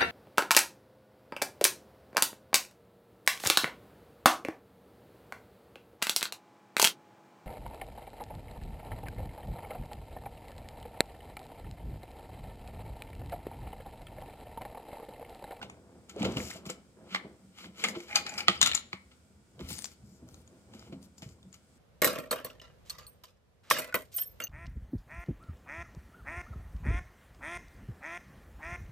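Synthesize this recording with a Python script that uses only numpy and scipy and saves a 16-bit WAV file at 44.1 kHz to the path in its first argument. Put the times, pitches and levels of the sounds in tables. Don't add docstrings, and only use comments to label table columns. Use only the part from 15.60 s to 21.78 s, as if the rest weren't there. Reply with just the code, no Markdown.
import sys
import numpy as np
from scipy import signal
from scipy.fft import rfft, irfft
from scipy.io import wavfile
from scipy.ndimage import uniform_filter1d

SR = 44100
rng = np.random.default_rng(int(sys.argv[2]) if len(sys.argv) > 2 else 0)


def ratio(d):
    e = np.asarray(d, float) / 20
    return 10 ** e


def to_wav(s):
    ch = np.atleast_2d(s).T
    pcm = np.round(np.clip(ch, -1, 1) * 32767)
    wavfile.write(sys.argv[1], SR, pcm.astype(np.int16))


N = 272538

# f/Hz, level per Hz/dB
AIR_SPECTRUM = [(30, -26), (70, -1), (145, -13), (240, -8), (330, -20), (550, -22.5), (800, -28),
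                (1600, -28.5), (3600, -31), (9200, -30), (10500, -38), (16000, -41.5)]
# f/Hz, width/Hz, level above the air/dB
HOUSING_RINGS = [(1410, 200, 8), (2300, 150, 5), (3290, 200, 3), (5010, 400, 4), (7150, 250, 5),
                 (8050, 150, 12), (13800, 200, 4)]
AIR_DB, AIR_WAVER_DB, AIR_WAVER_S = -64.3, .8, .1

ROOM_T60_S, ROOM_DAMP, ROOM_DB = 0.33, 0.54, -14

PORT_LAG_S = 0.00013
SHELL_PAN_DB, EDGE_PAN_DB = 1.0, 6.0
LANDING_PAN_DB, BRICK_PAN_DB = -8.5, 2
PASS_TOP = 0.26
NOTCH_HZ, NOTCH_WIDTH_HZ = 10700, 1400

# f/Hz, width/Hz, level/dB
JOIST_MODES = [(82.6, 15, 1.5), (60, 6.6, -13), (115, 25.4, -2.5)]
# f/Hz, width/Hz, level/dB
BOARD_MODES = [(193.5, 28, -1), (260, 150, -9), (345, 59.4, -4.5), (515.4, 30, -11.5), (639, 21, -7),
               (930, 2900, -18.5)]
# f/Hz, width/Hz, level/dB
PLANK_MODES = [(189.7, 18.5, 5.5), (238, 47, -25)]
# f/Hz, width/Hz, level/dB
SHELL_MODES = [(829, 38, -3), (1180, 150, 0), (1920, 53, -4), (2430, 410, -2), (2900, 73, -3),
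               (3250, 46, -2), (3470, 80, -4), (3680, 57, 0), (4210, 99, -2)]
# f/Hz, width/Hz, level/dB
EDGE_MODES = [(5000, 500, -6), (6400, 500, -5), (7100, 300, 0), (8100, 500, -9), (9150, 400, -7),
              (11800, 900, -18), (14200, 700, -22)]
# f/Hz, width/Hz, level/dB
RUB_MODES = [(820, 10, -7.5), (1320, 150, -10), (2150, 304, -1), (2242, 464, -2.5), (3044, 330, -7.5),
             (4226, 980, -14)]
# f/Hz, width/Hz, level/dB
BIN_DRAG_MODES = [(833, 20, 5.5), (644, 68, -1.5), (2402, 250, 0), (1500, 760, -9)]
# f/Hz, width/Hz, level/dB
BIN_MODES = [(832, 21, -9), (1500, 150, -6.5), (2150, 68, -6), (2448, 16, 1.5), (2900, 120, -10),
             (4150, 200, -5.5), (4700, 260, 4.5), (5010, 200, -0.5), (5700, 330, -10.5)]
# f/Hz, width/Hz, level/dB
RIM_MODES = [(700, 200, -7.5), (1210, 86, 3), (1470, 390, -9), (1940, 200, -4), (2370, 250, -4.5),
             (2690, 400, -2.5), (3257, 390, -1), (3638, 350, -4), (4240, 400, -4.5), (4700, 600, -9)]
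# f/Hz, width/Hz, level/dB
BRICK_MODES = [(1290, 110, -8.5), (1970, 78, -12), (2420, 150, -14), (2900, 110, -2.5), (3280, 58, -6),
               (3680, 51, 3.5), (4060, 68, 2), (4730, 180, -16)]
# f/Hz, width/Hz, level/dB
FOIL_MODES = [(3040, 2870, -5.5), (5170, 1650, 0), (7100, 1200, -2.5), (8800, 854, 3.5), (10760, 1920, 10),
              (14280, 6300, 2.5)]

# t/s, length/s, deep level/dB, board level/dB
WEIGHT_SHIFTS = [(0.0, 0.042, -55.5, -49.5), (.15, 0.24, -72.5, -60.5), (.6, 0.045, -56, -41),
                 (.66, 0.018, -37, -34.5), (.78, 0.025, -46, -40), (.95, 0.17, -84, -54),
                 (1.4, 0.28, -83, -56), (2.05, 0.0078, -72, -58), (2.25, 0.096, -84, -45.5),
                 (2.55, 0.26, -64.5, -54.5), (2.9, 0.22, -55.5, -56), (4.01, 0.12, -52, -59.5),
                 (4.43, 0.11, -59.5, -102), (4.62, 0.15, -56.5, -68.5), (4.9, 0.089, -71.5, -67),
                 (5.1, 0.28, -61, -62.5), (5.6, 0.13, -62, -69.5)]
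SHIFT_RISE_DB_S, SHIFT_FALL_DB_S = 262.5, 133.5
REST_DEEP_DB, REST_BOARD_DB = -70, -69
# t/s, length/s, level/dB
PLANK_HUM_EVENTS = [
    (1.53, 0.035, -53),
    (1.84, 0.056, -58.5),
    (2.05, 0.044, -53),
    (4.44, 0.073, -55),
    (5.33, .05, -48),
    (5.42, 0.2, -62.5),
]
# t/s, peak level/dB, ring f/Hz, t60/s
BOARD_THUMPS = [(0.029, -48, 172, 0.12), (0.56, -30.5, 427, 0.16), (0.604, -23, 219, 0.26),
                (0.651, -23, 500, 0.048), (0.76, -24.5, 201, 0.08), (0.955, -38, 670, 0.18),
                (1.059, -34, 201, 0.33), (1.096, -32.5, 514, 0.086), (1.538, -41, 193, 0.22),
                (1.646, -36, 306, 0.43), (1.652, -39.5, 550, 0.13), (1.841, -54, 185, 0.5),
                (2.055, -45, 300, 0.33), (2.232, -35, 473, 0.16), (2.291, -48, 190, 0.13),
                (2.36, -29, 343, 0.19), (2.546, -54, 534, 0.084), (2.886, -26.5, 345, 0.16),
                (3.021, -34, 237.5, 0.68), (3.329, -44.5, 199.2, 0.61), (3.333, -38.5, 629, 0.071),
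                (4.009, -36, 80.4, 0.4), (3.995, -37, 304, 0.09), (4.006, -33, 198, 0.84),
                (4.104, -37, 232.7, 0.55), (5.326, -42, 700, 0.15), (4.62, -44.5, 248, 0.38),
                (4.92, -50, 266, 0.15), (5.14, -42, 217, 0.11), (5.293, -41, 210.4, 0.47),
                (5.321, -33.5, 205, 0.54), (5.623, -36.5, 483, 0.13), (5.651, -37.5, 144.7, 0.26),
                (5.842, -45, 146.3, 0.23)]
# t/s, length/s, shell level/dB, edge level/dB
PLASTIC_SLIDES = [(.6, 0.043, -47, -53), (.68, 0.065, -50.5, -54), (.79, 0.096, -52, -42.5),
                  (.9, 0.069, -52, -49.5), (1.53, 0.013, -44.5, -54), (1.985, 0.072, -52, -54.5),
                  (2.2, 0.045, -45, -47), (2.37, 0.072, -58, -54.5), (2.49, 0.074, -52.5, -52),
                  (2.6, 0.014, -52, -49.5), (2.68, .09, -56.5, -50.5), (2.8, 0.032, -55.5, -54),
                  (2.92, 0.039, -41.5, -53.5), (3.08, 0.057, -58.5, -51.5), (4.05, 0.062, -55.5, -65),
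                  (4.11, 0.074, -56, -44), (4.46, .12, -88, -64), (5.14, 0.14, -64.5, -63),
                  (5.64, 0.082, -74, -61.5)]
SLIDE_RISE_DB_S, SLIDE_FALL_DB_S = 396, 451
# t/s, shell level/dB, edge level/dB
LOOSE_RATTLES = [(0.028, -42.5, -50.5), (0.499, -49, -48.5), (0.65, -30.5, -40), (0.771, -36, -41),
                 (0.906, -47, -40), (1.064, -47.5, -43.5), (1.098, -38.5, -37.5), (1.549, -34, -43),
                 (2.249, -26.5, -36), (2.286, -39.5, -32.5), (2.354, -41.5, -62), (2.561, -23.5, -25),
                 (2.668, -39.5, -48), (2.785, -34.5, -33), (2.887, -23.5, -53), (3.021, -30, -27.5),
                 (3.063, -26, -29), (3.149, -33.5, -29), (3.171, -44, -59), (3.333, -43.5, -56),
                 (3.518, -57.5, -73), (4.005, -49, -50.5), (4.248, -77, -44), (4.317, -61, -52.5),
                 (5.149, -60, -55), (5.197, -71, -66), (5.328, -52.5, -62), (5.439, -83, -57),
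                 (5.584, -74, -49.5), (5.629, -48, -50), (5.942, -55.5, -51)]
RATTLE_RISE_DB_S, RATTLE_FALL_DB_S = 1799.5, 597
# t/s, length/s, level/dB
HOOK_DRAGS = [
    (2.5, 0.031, -47),
    (2.565, 0.0052, -34),
    (2.668, 0.011, -43),
    (2.72, 0.037, -45.5),
    (2.785, 0.019, -40.5),
]
# t/s, length/s, level/dB
FOIL_CRUMPLES = [
    (4.03, 0.035, -54.5),
    (4.09, 0.053, -35),
    (4.145, 0.053, -48),
    (4.2, 0.069, -45.5),
    (4.28, 0.0565, -57.5),
    (4.68, 0.14, -60),
    (5.42, 0.039, -56.5),
]
# t/s, length/s, level/dB
CHATTER_EVENTS = [
    (2.886, 0.004, -37.5),
    (3.016, 0.0056, -23.5),
    (3.03, 0.008, -30.5),
    (3.064, 0.014, -31),
    (3.1, 0.027, -54),
    (3.15, 0.016, -41),
]
# t/s, peak level/dB, f/Hz, swell/ms, t60/s
TAB_PINGS = [(2.691, -33, 7090, 1.5, 0.032), (2.665, -38.5, 3950, 1.8, 0.047),
             (2.666, -44.5, 7050, 1.2, 0.025), (2.974, -44, 5000, 2.0, 0.035),
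             (2.99, -45.5, 8500, 1.3, .006), (3.061, -20.5, 7110, 1.0, 0.027),
             (3.073, -30, 4150, 1.5, 0.033), (3.147, -15.5, 7100, 2, 0.026),
             (3.149, -26.5, 6400, 2.2, .036), (4.183, -33, 9110, 0.35, 0.029),
             (4.22, -38, 8970, 0.54, .036)]

# t/s, shell peak level/dB, loudest ring f/Hz, edge level/dB
LEVER_CLICKS = [(0.015, -31, 1440, -68), (0.027, -27, 820, -53), (0.098, -35.5, 2380, -48),
                (0.495, -64, 7200, -42.5), (0.562, -62, 810, -51), (0.598, -56, 2880, -47),
                (0.62, -26.5, 2450, -56), (0.628, -24, 790, -37), (0.651, -21.5, 2900, -37),
                (0.72, -52, 820, -42.5), (0.77, -20, 2880, -37), (0.802, -27, 2050, -66),
                (0.903, -29, 1470, -48.5), (0.912, -30.5, 2020, -54), (0.936, -60, 8450, -44),
                (1.054, -36, 7100, -52), (1.1, -35, 7560, -32), (1.547, -12.5, 2150, -72),
                (1.559, -19, 2200, -55), (1.985, -36.5, 2180, -50), (2.043, -34.5, 1450, -61),
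                (2.175, -45, 2150, -58), (2.239, -11.5, 2150, -24.5), (2.285, -23, 2150, -32),
                (2.351, -35.5, 2470, -60), (2.403, -32, 2310, -45)]
# t/s, shell peak level/dB, loudest ring f/Hz, edge level/dB
BIN_CLICKS = [
    (2.484, -42.5, 1679, -61.5),
    (2.51, -32, 2070, -66),
    (2.528, -25, 2180, -59),
    (2.557, -9, 6300, -20),
    (2.664, -25, 1903, -39),
    (2.693, -31, 832, -45.5),
    (2.739, -41.5, 8450, -39.5),
    (2.779, -30, 5010, -32.5),
    (2.805, -18.5, 2420, -41.5),
]
# t/s, shell peak level/dB, loudest ring f/Hz, edge level/dB
RIM_HITS = [
    (2.8826, 1.5, 3280, -22),
]
# t/s, shell peak level/dB, loudest ring f/Hz, edge level/dB
BRICK_HITS = [(3.0145, -4, 6700, -11.5), (3.028, -11, 3680, -9.5), (3.061, -15, 3726, -19.5),
              (3.073, -18, 3855, -20.5), (3.094, -21.5, 2800, -48.5), (3.115, -15, 2900, -35),
              (3.122, -19, 3500, -37), (3.134, -20, 2390, -39), (3.149, -31, 9200, -25),
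              (3.17, -49, 3220, -33.5), (3.175, -24, 3980, -60), (3.33, -20.5, 2166, -70)]
# t/s, shell peak level/dB, loudest ring f/Hz, edge level/dB
SCRAP_TICKS = [(3.993, -37, 1120, -76), (4.009, -34, 1080, -70), (4.028, -48, 1026, -59.5),
               (4.09, -60, 6140, -52), (4.104, -30, 1240, -40), (4.129, -39, 7900, -34.5),
               (4.154, -45, 7100, -42), (4.183, -55, 9200, -34), (4.189, -65, 9100, -29.5),
               (4.222, -55, 8000, -35), (4.243, -52, 7400, -30), (4.256, -45, 6000, -34),
               (4.688, -48, 1420, -49), (4.743, -48.5, 1402, -45.5), (4.876, -51, 7120, -51.5),
               (5.137, -39.5, 802, -52), (5.194, -59, 4880, -45.5), (5.225, -41, 1310, -77),
               (5.325, -46, 1200, -80), (5.428, -65.5, 9400, -49.5), (5.581, -63, 7240, -48),
               (5.621, -37.5, 824, -42), (5.633, -50, 1160, -67), (5.69, -70, 7200, -51),
               (5.829, -48, 3600, -55), (5.928, -64.5, 6950, -46.5), (5.942, -66, 6960, -48.5)]

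# chatter/ms, rise/ms, lift above 10 kHz/dB, lift of its own ring/dB
LEVER_FEEL = (2.0, .6, 4, 4)
# same columns, in ms, ms, dB, dB
BIN_FEEL = (3.0, .3, 0, 0)
# same columns, in ms, ms, dB, dB
RIM_FEEL = (1.2, .1, -8, -4)
# same columns, in ms, ms, dB, dB
BRICK_FEEL = (1.3, .2, 10, -4)
# same columns, in ms, ms, dB, dB
SCRAP_FEEL = (1.3, .25, 18, -2)


def band(x, hz, width):
    return signal.lfilter(*signal.iirpeak(hz, hz / width, fs=SR), x)


def ring(x, modes):
    y = sum((-1) ** k * ratio(db) * band(x, hz, width) for k, (hz, width, db) in enumerate(modes))
    return y / np.std(y)


def butter(x, order, hz, kind="low"):
    return signal.sosfilt(signal.butter(order, hz, kind, fs=SR, output="sos"), x)


def pan(db):
    return ratio(np.array([[db], [-db]]) / 2)


def grit(rate, spread_db):
    when, sign, size = rng.random((3, N))
    return (when < rate / SR) * np.sign(sign - .5) * ratio(-spread_db * np.log(size + .008))


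def ports(x, apart, unlike):
    right = np.sqrt(1 - unlike) * x + np.sqrt(unlike) * apart
    n = np.arange(len(x))
    return np.array([x, np.interp(n - PORT_LAG_S * SR, n, right)])


def rubbed(modes, rate, unlike):
    return ports(ring(grit(rate, 3.5), modes), ring(grit(rate, 3.5), modes), unlike)


def swells(rows, rise_db_s, fall_db_s):
    t = np.arange(0, N + 20, 20) / SR
    start, length, *levels = np.transpose(rows)[:, :, None]
    fade = -rise_db_s * np.maximum(start - t, 0) - fall_db_s * np.maximum(t - start - length, 0)
    gains = [np.sqrt((ratio(db + fade) ** 2).sum(axis=0)) for db in levels]
    return [np.interp(np.arange(N) / SR, t, gain) for gain in gains]


def add(out, x, s):
    i = int(s * SR)
    out[:, i:i + x.shape[1]] += x[:, :N - i]


def struck(modes, t, chance, scatter_db, turn):
    hz, width, db = np.transpose(modes)[:, :, None]
    detune, twist, scatter = chance[:len(modes)].T[:, :, None]
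    phase = 2 * np.pi * hz * (1 + detune / 80) * t
    late = 2 * np.pi * hz * PORT_LAG_S + turn * twist * np.minimum(hz / 2500, 1)
    size = ratio(db + scatter_db * scatter) * np.sqrt(width) * np.exp(-np.pi * width * t)
    return np.array([(size * np.sin(phase)).sum(axis=0), (size * np.sin(phase - late)).sum(axis=0)])


def waver():
    k = int(AIR_WAVER_S * SR)
    x = uniform_filter1d(uniform_filter1d(rng.standard_normal(N), k), k)
    return ratio(AIR_WAVER_DB * x / np.std(x))


def air():
    hz = np.arange(N // 2 + 1) * SR / N + 1
    air_hz, air_db = np.transpose(AIR_SPECTRUM)
    db = np.interp(np.log(hz), np.log(air_hz), air_db)
    db = db + sum(lift / (1 + (2 * (hz - f) / width) ** 2) for f, width, lift in HOUSING_RINGS)
    like = 0.87 / (1 + (hz / 450) ** 2)
    mid, side = rfft(rng.standard_normal((2, N)))
    both = np.sqrt(1 + like) * mid + np.sqrt(1 - like) * side * np.array([[1], [-1]])
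    x = irfft(ratio(db) * both, N)
    bass = butter(x, 1, 900)
    return (bass * waver() + (x - bass) * waver()) / np.std(x) * ratio(AIR_DB)


def room(x, split_hz=4500):
    t = np.arange(20000) / SR
    noise = rng.standard_normal((2, len(t)))
    low = butter(noise, 2, split_hz)
    low_tail = low * ratio(-60 * t / ROOM_T60_S)
    high_tail = (noise - low) * ratio(-60 * t / ROOM_T60_S / ROOM_DAMP)
    tail = (low_tail + high_tail) * np.clip(t / .012 - .4, 0, 1)
    return signal.fftconvolve(tail / np.sqrt((tail ** 2).sum() / 2), x[None])[:, :N]


def shuffle():
    deep_gain, board_gain = swells(WEIGHT_SHIFTS, SHIFT_RISE_DB_S, SHIFT_FALL_DB_S)
    bumps = [butter(grit(1200, 2.2), 2, 800) for _ in range(4)]
    deep = ports(ring(bumps[0], JOIST_MODES), ring(bumps[1], JOIST_MODES), unlike=0.013)
    board = ports(ring(bumps[2], BOARD_MODES), ring(bumps[3], BOARD_MODES), unlike=0.07)
    return deep * (deep_gain + ratio(REST_DEEP_DB)) + board * (board_gain + ratio(REST_BOARD_DB))


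def plank():
    hum = ring(ring(grit(600, 2.5), PLANK_MODES), [(200, 120, 0)])
    return ports(hum, hum, unlike=0) * swells(PLANK_HUM_EVENTS, 430, 243)[0]


def thumps(push_ms=6.06, bright_hz=700):
    out, t = np.zeros((2, N)), np.arange(12000) / SR
    for s, db, hz, t60 in BOARD_THUMPS:
        width = np.log(1000) / np.pi / t60
        modes = [(hz, width, -1.0), (hz * 0.96, 1.56 * width, -4.0), (hz * 1.3, 1.8 * width, -4.0)]
        modes += [(950, 400, -10.0 + 0.67 * (db + 30))]
        modes += [(f, max(w, width), level - 4.0) for f, w, level in BOARD_MODES]
        boards = struck(modes, t, rng.standard_normal((10, 3)), scatter_db=3.0, turn=.1)
        settle_ms = np.clip(push_ms * 180 / hz, 1.5, 9)
        press = (t * np.exp(-t * 1000 / settle_ms))[:2500]
        push = press * rng.standard_normal(len(press))
        push = butter(push, 2, min(bright_hz, 2 * hz))
        push = butter(push, 2, min(hz, 200) * .6, "high")
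        x = signal.fftconvolve(boards, push[None])[:, :len(t)]
        add(out, x / np.abs(x).max() * ratio(db), s)
    return out


def scrapes():
    edge = [(hz, (1.8 if hz > 1e4 else 2.1) * w, db + 15.9 * (hz > 1e4)) for hz, w, db in EDGE_MODES]
    slid = swells(PLASTIC_SLIDES, SLIDE_RISE_DB_S, SLIDE_FALL_DB_S)
    knocks = [(s, 0, shell_db, edge_db) for s, shell_db, edge_db in LOOSE_RATTLES]
    shaken = swells(knocks, RATTLE_RISE_DB_S, RATTLE_FALL_DB_S)
    shell_rub = rubbed(RUB_MODES, 5000, unlike=.3) * np.hypot(slid[0], shaken[0])
    edge_rub = rubbed(edge, 5000, unlike=.3) * np.hypot(slid[1], shaken[1])
    return shell_rub * pan(SHELL_PAN_DB) + edge_rub * pan(EDGE_PAN_DB)


def drags():
    return rubbed(BIN_DRAG_MODES, 2500, unlike=.2) * swells(HOOK_DRAGS, 700, 460)[0]


def crumple():
    return rubbed(FOIL_MODES, 3500, unlike=.3) * swells(FOIL_CRUMPLES, 1200, 1600)[0] * pan(5)


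def chatter():
    return rubbed(BRICK_MODES, 3000, unlike=.3) * swells(CHATTER_EVENTS, 3300, 500)[0] * pan(4)


def pings():
    out, t = np.zeros((2, N)), np.arange(2500) / SR
    for s, db, hz, swell_ms, t60 in TAB_PINGS:
        shape = (1 - np.exp(-t * 1000 / swell_ms)) ** 2 * np.exp(-np.log(1000) * t / t60)
        rough = 1 + .3 * ring(rng.standard_normal(len(t)), [(300, 400, 0)])
        x = shape * rough * np.sin(2 * np.pi * hz * (t - np.array([[0], [PORT_LAG_S]])))
        add(out, x / np.abs(x).max() * ratio(db + 3.0) * pan(EDGE_PAN_DB), s)
    return out


def contact_push(t, chatter_ms, rise_ms):
    noise = rng.standard_normal(len(t))
    fall = np.exp(-t * 1000 / chatter_ms) + ratio(-22) * np.exp(-t * 1000 / 16)
    push = noise * np.abs(noise) * fall * (1 - np.exp(-t * 1000 / rise_ms))
    push[0] = 6 * np.exp(-rise_ms / .4)
    return push


def clicks(rows, feel, body, place_db=0, own_db=11.0, edge_lift_db=9, tilt_db=-2.5, hardness=0.17):
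    out, t = np.zeros((2, N)), np.arange(3000) / SR
    chatter_ms, rise_ms, top_db, ring_db = feel
    for s, shell_db, hz, edge_db in rows:
        push = contact_push(t, chatter_ms, rise_ms)
        slope = tilt_db + hardness * np.clip(edge_db - shell_db + 21.5, -20, 20)
        shell = [(f, w, db + slope * np.log2(f / 2000)) for f, w, db in body]
        edge = [(f, w, db + top_db * (f > 1e4)) for f, w, db in EDGE_MODES]
        off_panel = hz < 1600 or 4500 < hz < 6000
        own = (hz, 110 + hz / 30, own_db + ring_db - 6 * off_panel)
        (shell if hz < 4500 else edge).append(own)
        hollow = (shell, shell_db, SHELL_PAN_DB + place_db)
        thin = (edge, edge_db + edge_lift_db, EDGE_PAN_DB)
        for modes, db, pan_db in (hollow, thin):
            body_ring = struck(modes, t, rng.standard_normal((16, 3)), scatter_db=2.5, turn=.6)
            x = signal.fftconvolve(body_ring, push[None])[:, :len(t)]
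            add(out, x / np.abs(x).max() * ratio(db) * pan(pan_db), s)
    return out


def damped(modes, extra_hz):
    return [(hz, width + extra_hz, db) for hz, width, db in modes]


def scraps():
    return clicks(SCRAP_TICKS, SCRAP_FEEL, damped(SHELL_MODES, 200))


def brick():
    return clicks(BRICK_HITS, BRICK_FEEL, damped(BRICK_MODES, 160), BRICK_PAN_DB)


def bin_and_rim():
    return clicks(BIN_CLICKS, BIN_FEEL, BIN_MODES, 2.5) + clicks(RIM_HITS, RIM_FEEL, RIM_MODES, LANDING_PAN_DB)


def lever():
    return clicks(LEVER_CLICKS, LEVER_FEEL, damped(SHELL_MODES, 200))


def scene():
    low = shuffle() + plank() + thumps()
    hard = butter(scraps() + brick() + bin_and_rim() + lever(), 6, 14500)
    toys = hard + scrapes() + drags() + crumple() + chatter() + pings()
    toys = butter(toys, 3, 650, "high")
    dull = butter(toys + ratio(ROOM_DB) * room(toys[0]), 4, 9800)
    heard = dull + PASS_TOP * np.array([[.55], [1.45]]) * (toys - dull)
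    return heard - 0.6 * band(heard, NOTCH_HZ, NOTCH_WIDTH_HZ) + low + air()


def roll_off(x):
    return signal.sosfilt(signal.butter(12, 15950, fs=SR, output="sos"), x)


def record(dry):
    x = butter(dry, 5, 48, "high")
    x = butter(x, 6, 15300)
    x = .97 * np.tanh(x / .97)
    return roll_off(x)


dry = scene()
out = record(dry)
to_wav(out)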